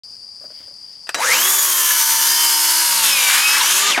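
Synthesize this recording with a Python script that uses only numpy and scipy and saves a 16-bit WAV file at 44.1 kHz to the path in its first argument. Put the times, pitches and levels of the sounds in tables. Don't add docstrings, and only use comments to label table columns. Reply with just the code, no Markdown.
import sys
import numpy as np
from scipy import signal
from scipy.fft import rfft, irfft
from scipy.io import wavfile
from scipy.ndimage import uniform_filter1d

SR = 44100
rng = np.random.default_rng(int(sys.argv[2]) if len(sys.argv) > 2 else 0)


def materialize(psi):
    bounded = np.clip(np.atleast_2d(psi).T, -1, 1)
    quanta = np.round(bounded * 32767).astype(np.int16)
    wavfile.write(sys.argv[1], SR, quanta)


N = 176400
T = np.arange(N) / SR
FREQS = np.maximum(np.fft.rfftfreq(N, 1 / SR), 1)

# t/s, rate/(turns per s)
MOTOR_SPEED = [(1.15, 2), (1.18, 55), (1.27, 182), (1.31, 224), (1.36, 299), (1.4, 343), (1.45, 372),
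               (1.54, 390), (1.7, 360), (1.8, 347), (1.97, 333), (2.2, 331.5), (2.3, 342), (2.4, 344.5),
               (2.57, 335), (2.72, 334), (2.9, 323), (3, 312), (3.2, 265), (3.29, 256), (3.44, 281),
               (3.58, 290), (3.67, 334), (3.8, 386), (3.9, 412), (3.92, 355), (4, 100)]
PINION_TEETH, WHEEL_TEETH = 9, 46
# f/Hz, width/Hz, level/dB
HOUSING_MODES = [(912, 144, 5), (1513, 16, 7.5), (1663, 39, 8), (2270, 840, 6), (5540, 71, -5.5),
                 (5940, 160, -12.5), (6760, 51, -3.5), (8720, 45, 5.5), (11990, 190, -13)]


def undb(db):
    return 10 ** (np.asarray(db) / 20)


def unit(x):
    return x / np.sqrt(np.mean(x ** 2) + 1e-18)


def curve(table, axis=1):
    rows = np.array(table, float)
    return np.interp(T, rows[:, 0], rows[:, axis])


def response(points):
    rows = np.array(points, float)
    return undb(np.interp(np.log(FREQS), np.log(rows[:, 0]), rows[:, 1]))


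def shaped(x, gain):
    return irfft(rfft(x) * gain, N)


def noise(colour):
    return unit(shaped(rng.standard_normal(N), response(colour)))


def walk(rate_hz):
    return unit(shaped(rng.standard_normal(N), 1 / (1 + (FREQS / rate_hz) ** 4)))


def wide_noise(colour):
    own = np.array([noise(colour), noise(colour)])
    return unit(noise(colour) + 0.5 * own)


def yard():
    # f/Hz, level/dB
    insect_colour = [(4000, -35.5), (4400, -17), (4650, -1.5), (4830, 1.5), (5050, -6.5), (5350, -12),
                     (6000, -26.5), (7600, -32.5), (8300, -26.5), (8800, -33), (9800, -23.5), (10800, -40),
                     (16000, -48)]
    # f/Hz, level/dB
    air_colour = [(25, -18), (75, -3), (194, -5.5), (299, -9.5), (1050, -10), (1410, -19), (3500, -22),
                  (4550, -51), (7700, -120)]
    insect_db, air_db = -38, -59.5
    throb_db, throb_hz = 1, 34
    left_minus_right_db = 5.3
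    throb = undb(throb_db * walk(throb_hz))
    chorus = unit(noise(insect_colour) * throb) * undb(insect_db)
    pan = undb(np.array([[left_minus_right_db], [-left_minus_right_db]]) / 2)
    return chorus * pan + wide_noise(air_colour) * undb(air_db)


def draught():
    # f/Hz, level/dB
    draught_colour = [(25, -14), (70, 5), (150, 0), (400, -23), (2000, -60)]
    full_speed_db, wander_db = -61.5, 2
    level = undb(full_speed_db + wander_db * walk(11.0))
    speed = curve(MOTOR_SPEED)
    return wide_noise(draught_colour) * level * speed / speed.max()


def fade(start_s, t60_s):
    age = np.maximum(T - start_s, 0)
    return (1 - np.exp(-age / 0.0001)) * np.exp(-np.log(1000) * age / t60_s)


def hits(table, colour):
    tail_db, tail_t60_s = -19, 0.13
    envelope = 0
    for start_s, db, t60_s in table:
        tail = undb(tail_db) * fade(start_s, tail_t60_s)
        envelope = envelope + undb(db) * (fade(start_s, t60_s) + tail)
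    bursts = rng.standard_normal(N) * envelope
    cepstrum = irfft(np.log(unit(response(colour))), N)
    causal = np.concatenate([cepstrum[:1], 2 * cepstrum[1:N // 2]])
    return shaped(bursts, np.exp(rfft(causal, N)))


def handling():
    # t/s, level/dB, t60/s
    knocks = [(.408, -48, 0.15), (.44, -42, 0.11), (.501, -48.5, 0.15), (.603, -47, 0.11),
              (.678, -46.5, 0.06), (.708, -51, 0.055)]
    # f/Hz, level/dB
    knock_colour = [(80, -31), (280, -6), (420, -10), (600, 0.5), (850, -18), (1200, -13), (1550, -12),
                    (2000, -22), (5000, -32)]
    # middle t/s, half length/s, level/dB
    slide_times = [(0.6, 0.092, -53), (0.915, 0.12, -59)]
    # f/Hz, level/dB
    slide_colour = [(1500, -10), (2080, -2), (2500, -10), (3150, 0.5), (6000, -19)]
    # t/s, level/dB, t60/s
    clicks = [(.938, -53, .015), (1.069, -39, 0.16), (1.0915, -13, 0.024), (1.1445, -12, 0.065)]
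    # f/Hz, level/dB
    click_colour = [(100, -30), (621, -1), (872, -2), (1830, 7), (2270, -6), (2580, 4), (3320, -6),
                    (4200, -6.5), (5900, -3), (6420, -16), (7940, -5.5), (10000, -13.5), (16000, -29)]
    # t/s, level/dB, t60/s
    clacks = [(3.9, -24, 0.11), (3.976, -14.5, 0.12)]
    # f/Hz, level/dB
    clack_colour = [(80, -22), (300, 2.5), (450, -8.5), (620, 1), (810, 7), (950, -8), (1500, -1),
                    (2500, 0.5), (5000, -13), (12000, -34)]
    ping_s, ping_hz, ping_db, ping_t60_s = 1.146, 3935, -27.5, 0.62
    strokes = 0
    for middle_s, length_s, db in slide_times:
        strokes = strokes + undb(db) * np.exp(-((T - middle_s) / length_s) ** 2)
    slides = noise(slide_colour) * strokes
    ping = undb(ping_db) * fade(ping_s, ping_t60_s) * np.sin(2 * np.pi * ping_hz * T)
    struck = hits(knocks, knock_colour) + hits(clicks, click_colour) + hits(clacks, clack_colour)
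    return slides + ping + struck


def swells(table):
    out = 0
    for middle_s, length_s, hz, width_hz, db in table:
        shape = np.exp(-((T - middle_s) / length_s) ** 2)
        resonance = 1 / (1 + ((FREQS - hz) / (width_hz / 2)) ** 4)
        ring = shape * shaped(rng.standard_normal(N), resonance)
        out = out + undb(db) * ring * np.linalg.norm(shape) / np.linalg.norm(ring)
    return out


def flares():
    flare_times = [(1.225, .012, 2200, 600, -24), (1.29, .07, 510, 90, -31), (1.31, .03, 1350, 200, -26)]
    return swells(flare_times)


def bites():
    bite_times = [(3.558, .014, 1700, 800, -21), (3.573, .005, 1100, 400, -21),
                  (3.612, .012, 3800, 1400, -17.5), (3.617, .014, 950, 200, -22),
                  (3.643, .005, 1100, 450, -21), (3.835, .007, 1150, 350, -23)]
    return swells(bite_times)


def rattle():
    # t/s, level/dB
    rattle_level = [(1.15, -40), (1.25, -21), (1.45, -24), (1.7, -32.5), (3.26, -36), (3.3, -19.5),
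                    (3.39, -16.5), (3.47, -31), (3.57, -20), (3.75, -29), (3.91, -20), (4, -40)]
    # f/Hz, level/dB
    rattle_colour = [(100, -46), (600, -26), (1000, -1), (1700, 5.5), (3500, -0.5), (16000, -18)]
    ticks_per_s, scatter_db, t60_s = 1300, 2, 0.021
    ticks = (rng.random(N) < ticks_per_s / SR) * undb(scatter_db * rng.standard_normal(N))
    decay = np.exp(-np.log(1000) / (t60_s * SR))
    bursts = signal.lfilter([1], [1, -decay], ticks)
    metal = unit(shaped(bursts * rng.standard_normal(N), response(rattle_colour)))
    return metal * undb(curve(rattle_level))


def turn_orders(turns, orders, gains):
    phases = rng.random(len(orders))
    return unit(sum(g * np.sin(2 * np.pi * (k * turns + p)) for k, g, p in zip(orders, gains, phases)))


def sing(turns):
    # t/s, level/dB
    sing_level = [(1.3, -46), (2.3, -27), (2.95, -23.5), (3.3, -36), (3.9, -62)]
    # middle t/s, half length/s, multiple of the blade rate, level/dB
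    squeals = [(2.38, .13, 74, -28), (2.47, .05, 72, -26), (2.52, .06, 77, -24), (2.67, .15, 78, -24),
               (2.68, .12, 70, -28), (2.72, .12, 69, -30), (2.36, .12, 83, -30), (3.135, .065, 94, -25.5),
               (2.35, .35, 14, -37), (2.9, .2, 15, -38), (2.85, .1, 79, -28), (1.88, .13, 26, -31),
               (2.25, .2, 27, -32), (2.03, .1, 23, -33), (3.03, .17, 3, -53), (3.33, .04, 32, -26),
               (3.4, .035, 80, -30)]
    centre_order, width_orders = 73, 30
    cluster_flicker_db, squeal_flicker_db = 2, 3
    orders = np.arange(62, 92)
    gains = 1 / (1 + ((orders - centre_order) / (width_orders / 2)) ** 2)
    cluster = turn_orders(turns, orders, gains)
    lone = 0
    for middle_s, length_s, order, db in squeals:
        level = undb(db + squeal_flicker_db * walk(42))
        swell = np.exp(-((T - middle_s) / length_s) ** 4)
        lone = lone + level * swell * turn_orders(turns, [order], [1])
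    return cluster * undb(curve(sing_level) + cluster_flicker_db * walk(40)) + lone


def whine(motor):
    # t/s, level/dB, roughness/(0-1, clipped)
    mesh_level = [(1.16, -45, 0.8), (1.21, -21, 0.47), (1.31, -16.5, 0.68), (1.46, -28, 0.9),
                  (1.56, -26.5, .1), (1.68, -32, 0.94), (1.85, -25, .1), (2.1, -42, .4), (2.4, -24, 0),
                  (2.75, -40, 0.3), (3.19, -22, 0.3), (3.39, -24.5, 0), (3.46, -15, 0.2), (3.53, -23, 0.3),
                  (3.59, -31, 0.9), (3.68, -27, .4), (3.82, -32, 0.6), (3.96, -16.5, 1), (4, -22.5, 1.1)]
    # t/s, level/dB
    octave_level = [(1.16, -40), (1.4, -25.5), (1.6, -21.5), (1.72, -30), (2.05, -26), (2.6, -31),
                    (3.3, -37), (3.52, -21), (3.6, -28), (3.85, -27), (4, -51)]
    # t/s, level/dB
    hum_level = [(1.2, -69), (1.45, -39.5), (1.6, -45.5), (2.1, -53), (2.4, -46), (2.75, -44.5), (3, -53.5),
                 (3.6, -50.5), (3.8, -40.5), (3.92, -40.5), (4, -59)]
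    # t/s, level/dB
    fan_level = [(1.2, -72), (1.4, -44), (1.7, -33.5), (3.7, -46), (3.83, -30.5), (3.9, -21), (3.94, -50)]
    sideband_rad, skirt_hz, octave_rough = 0.5, 140, 0.8
    mesh_flicker_db, hum_flicker_db = 1.8, 0.42
    roughness = np.clip(curve(mesh_level, axis=2), 0, 1)
    parts = [(1, curve(mesh_level), roughness), (2, curve(octave_level), octave_rough)]
    out = 0
    for k, db, rough in parts:
        skirt = (walk(k * skirt_hz) + 1j * walk(k * skirt_hz)) / np.sqrt(2)
        wobble = sideband_rad * np.sin(2 * np.pi * (motor + rng.random()))
        tone = np.exp(1j * (2 * np.pi * k * PINION_TEETH * motor + wobble))
        mesh = (np.sqrt(1 - rough ** 2) + rough * skirt) * tone
        out = out + undb(db + mesh_flicker_db * walk(17)) * mesh.real
    hum = undb(curve(hum_level)) * np.sin(2 * np.pi * motor)
    fan = undb(curve(fan_level)) * np.sin(2 * np.pi * 3 * motor)
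    return np.sqrt(2) * (out + (hum + fan) * undb(hum_flicker_db * walk(18)))


def per_turn(turns):
    memory = 0.918
    pattern = rng.standard_normal((260, 512))
    pattern[0] /= np.sqrt(1 - memory ** 2)
    drifting = signal.lfilter([1], [1, -memory], pattern, axis=0)
    track = signal.resample_poly(drifting.ravel(), 4, 1)
    return unit(np.interp(turns * 2048, np.arange(len(track)), track))


def blade_modes():
    ripple_db, mode_hz = 1.1, 45
    size = int(mode_hz * N / SR)
    smooth = uniform_filter1d(rng.standard_normal(len(FREQS)), size)
    ripple = unit(uniform_filter1d(smooth, size))
    onset = np.clip(FREQS / HOUSING_MODES[0][0] - 1, 0, 1)
    return undb(ripple_db * ripple * onset)


def roar(turns):
    # t/s, then level/dB of bass, low middle, high middle,
    # low treble, treble, top
    band_levels = [(1.17, -25, -29, -35, -26.5, -42, -58), (1.22, -39, -26, -42, -26.5, -29, -55),
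                   (1.29, -30.5, -26, -29, -18.5, -23, -30), (1.34, -31.5, -21, -20.5, -17.5, -28, -23.5),
                   (1.46, -37, -27.5, -34.5, -20.5, -21, -20), (1.9, -42, -27.5, -25.5, -19, -21.5, -19),
                   (2.92, -41, -25, -25.5, -20, -19, -25), (3.12, -38, -26, -20, -20, -21.5, -25),
                   (3.61, -38.5, -21, -22, -19, -22, -27.5), (3.78, -37.5, -25, -20.5, -18, -20, -26),
                   (3.92, -31.5, -31, -19.5, -19.5, -32, -43), (4, -39, -23, -37, -38, -41, -50)]
    # upper edge f/Hz, share of power that repeats each turn/(0-1), steady level of the band/dB
    bands = [(782, 0.8, -2), (2280, 0.67, -1), (4490, 0.77, -1), (8180, 0.57, -1.5), (12200, 0.62, -0.5),
             (18000, 0.17, -2)]
    # f/Hz, level/dB
    roar_colour = [(50, -45), (110, -38), (180, -14.5), (320, -11.5), (420, -11), (540, -5), (740, -9),
                   (840, -3), (920, 5.5), (1150, 8.5), (1700, 5), (2400, -3.5), (3100, 6.5), (5100, 3),
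                   (6600, 5.5), (7800, 2.5), (9600, 3.5), (12000, 2.5), (13500, -5), (16000, -15)]
    throb_db, flutter_db = 0.66, 1
    rings = sum(undb(db) / (1 + ((FREQS - hz) / (width / 2)) ** 2) for hz, width, db in HOUSING_MODES)
    body = response(roar_colour) * (1 + rings) * blade_modes()
    rasp, hiss = per_turn(turns), rng.standard_normal(N)
    turn_throb = turn_orders(turns, range(1, 6), 1 / np.sqrt(np.arange(1, 6)))
    throb = undb(throb_db * turn_throb + flutter_db * walk(23.0))
    out, below = 0, 0
    for k, (edge_hz, share, band_db) in enumerate(bands):
        upto = 1 / (1 + (FREQS / edge_hz) ** 16)
        mixed = np.sqrt(share) * rasp + np.sqrt(1 - share) * hiss
        band = shaped(mixed, body * (upto - below))
        band = band / np.sqrt(uniform_filter1d(band ** 2, size=4410) + 1e-12)
        out = out + band * undb(curve(band_levels, axis=k + 1) + band_db)
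        below = upto
    return out * unit(throb)


def scene():
    # f/Hz, level/dB
    saw_pan = [(150, 1), (800, 3.2), (1400, 2.8), (2800, 1), (5500, .45), (12000, .3)]
    # f/Hz, level/dB
    saw_side = [(130, -17), (300, -20), (1000, -21), (4000, -26), (12000, -28)]
    speed_jitter = 0.001274
    motor = np.cumsum(curve(MOTOR_SPEED) * (1 + speed_jitter * walk(24.4))) / SR
    turns = motor * PINION_TEETH / WHEEL_TEETH
    running = np.clip((T - MOTOR_SPEED[0][0]) / 0.04, 0, 1)
    driven = roar(turns) + whine(motor) + sing(turns) + rattle() + flares() + bites()
    saw = running * driven + handling()
    smear = rng.standard_normal(2000) * np.exp(-np.arange(2000) / 500)
    smear = smear / np.linalg.norm(smear)
    side = signal.fftconvolve(shaped(saw, response(saw_side)), smear)[:N]
    pan = np.sqrt(response(saw_pan))
    stereo = np.array([shaped(saw, pan) + side, shaped(saw, 1 / pan) - side])
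    return stereo + draught() + yard()


def record(dry):
    start_s, top_hz = 0.035, 15900
    threshold_db, reaction_s, slope = -11, 0.035, 0.41
    keep = np.exp(-1 / (reaction_s * SR))
    power = signal.lfilter([1 - keep], [1, -keep], np.mean(dry ** 2, axis=0))
    gain = np.maximum(np.sqrt(power) / undb(threshold_db), 1) ** -slope
    rounded = np.tanh(0.8 * dry * gain) / 0.84 * (T > start_s)
    top_cut = signal.ellip(10, 0.2, 80, top_hz, fs=SR, output="sos")
    return signal.sosfilt(top_cut, rounded)


dry = scene()
out = record(dry)
materialize(out)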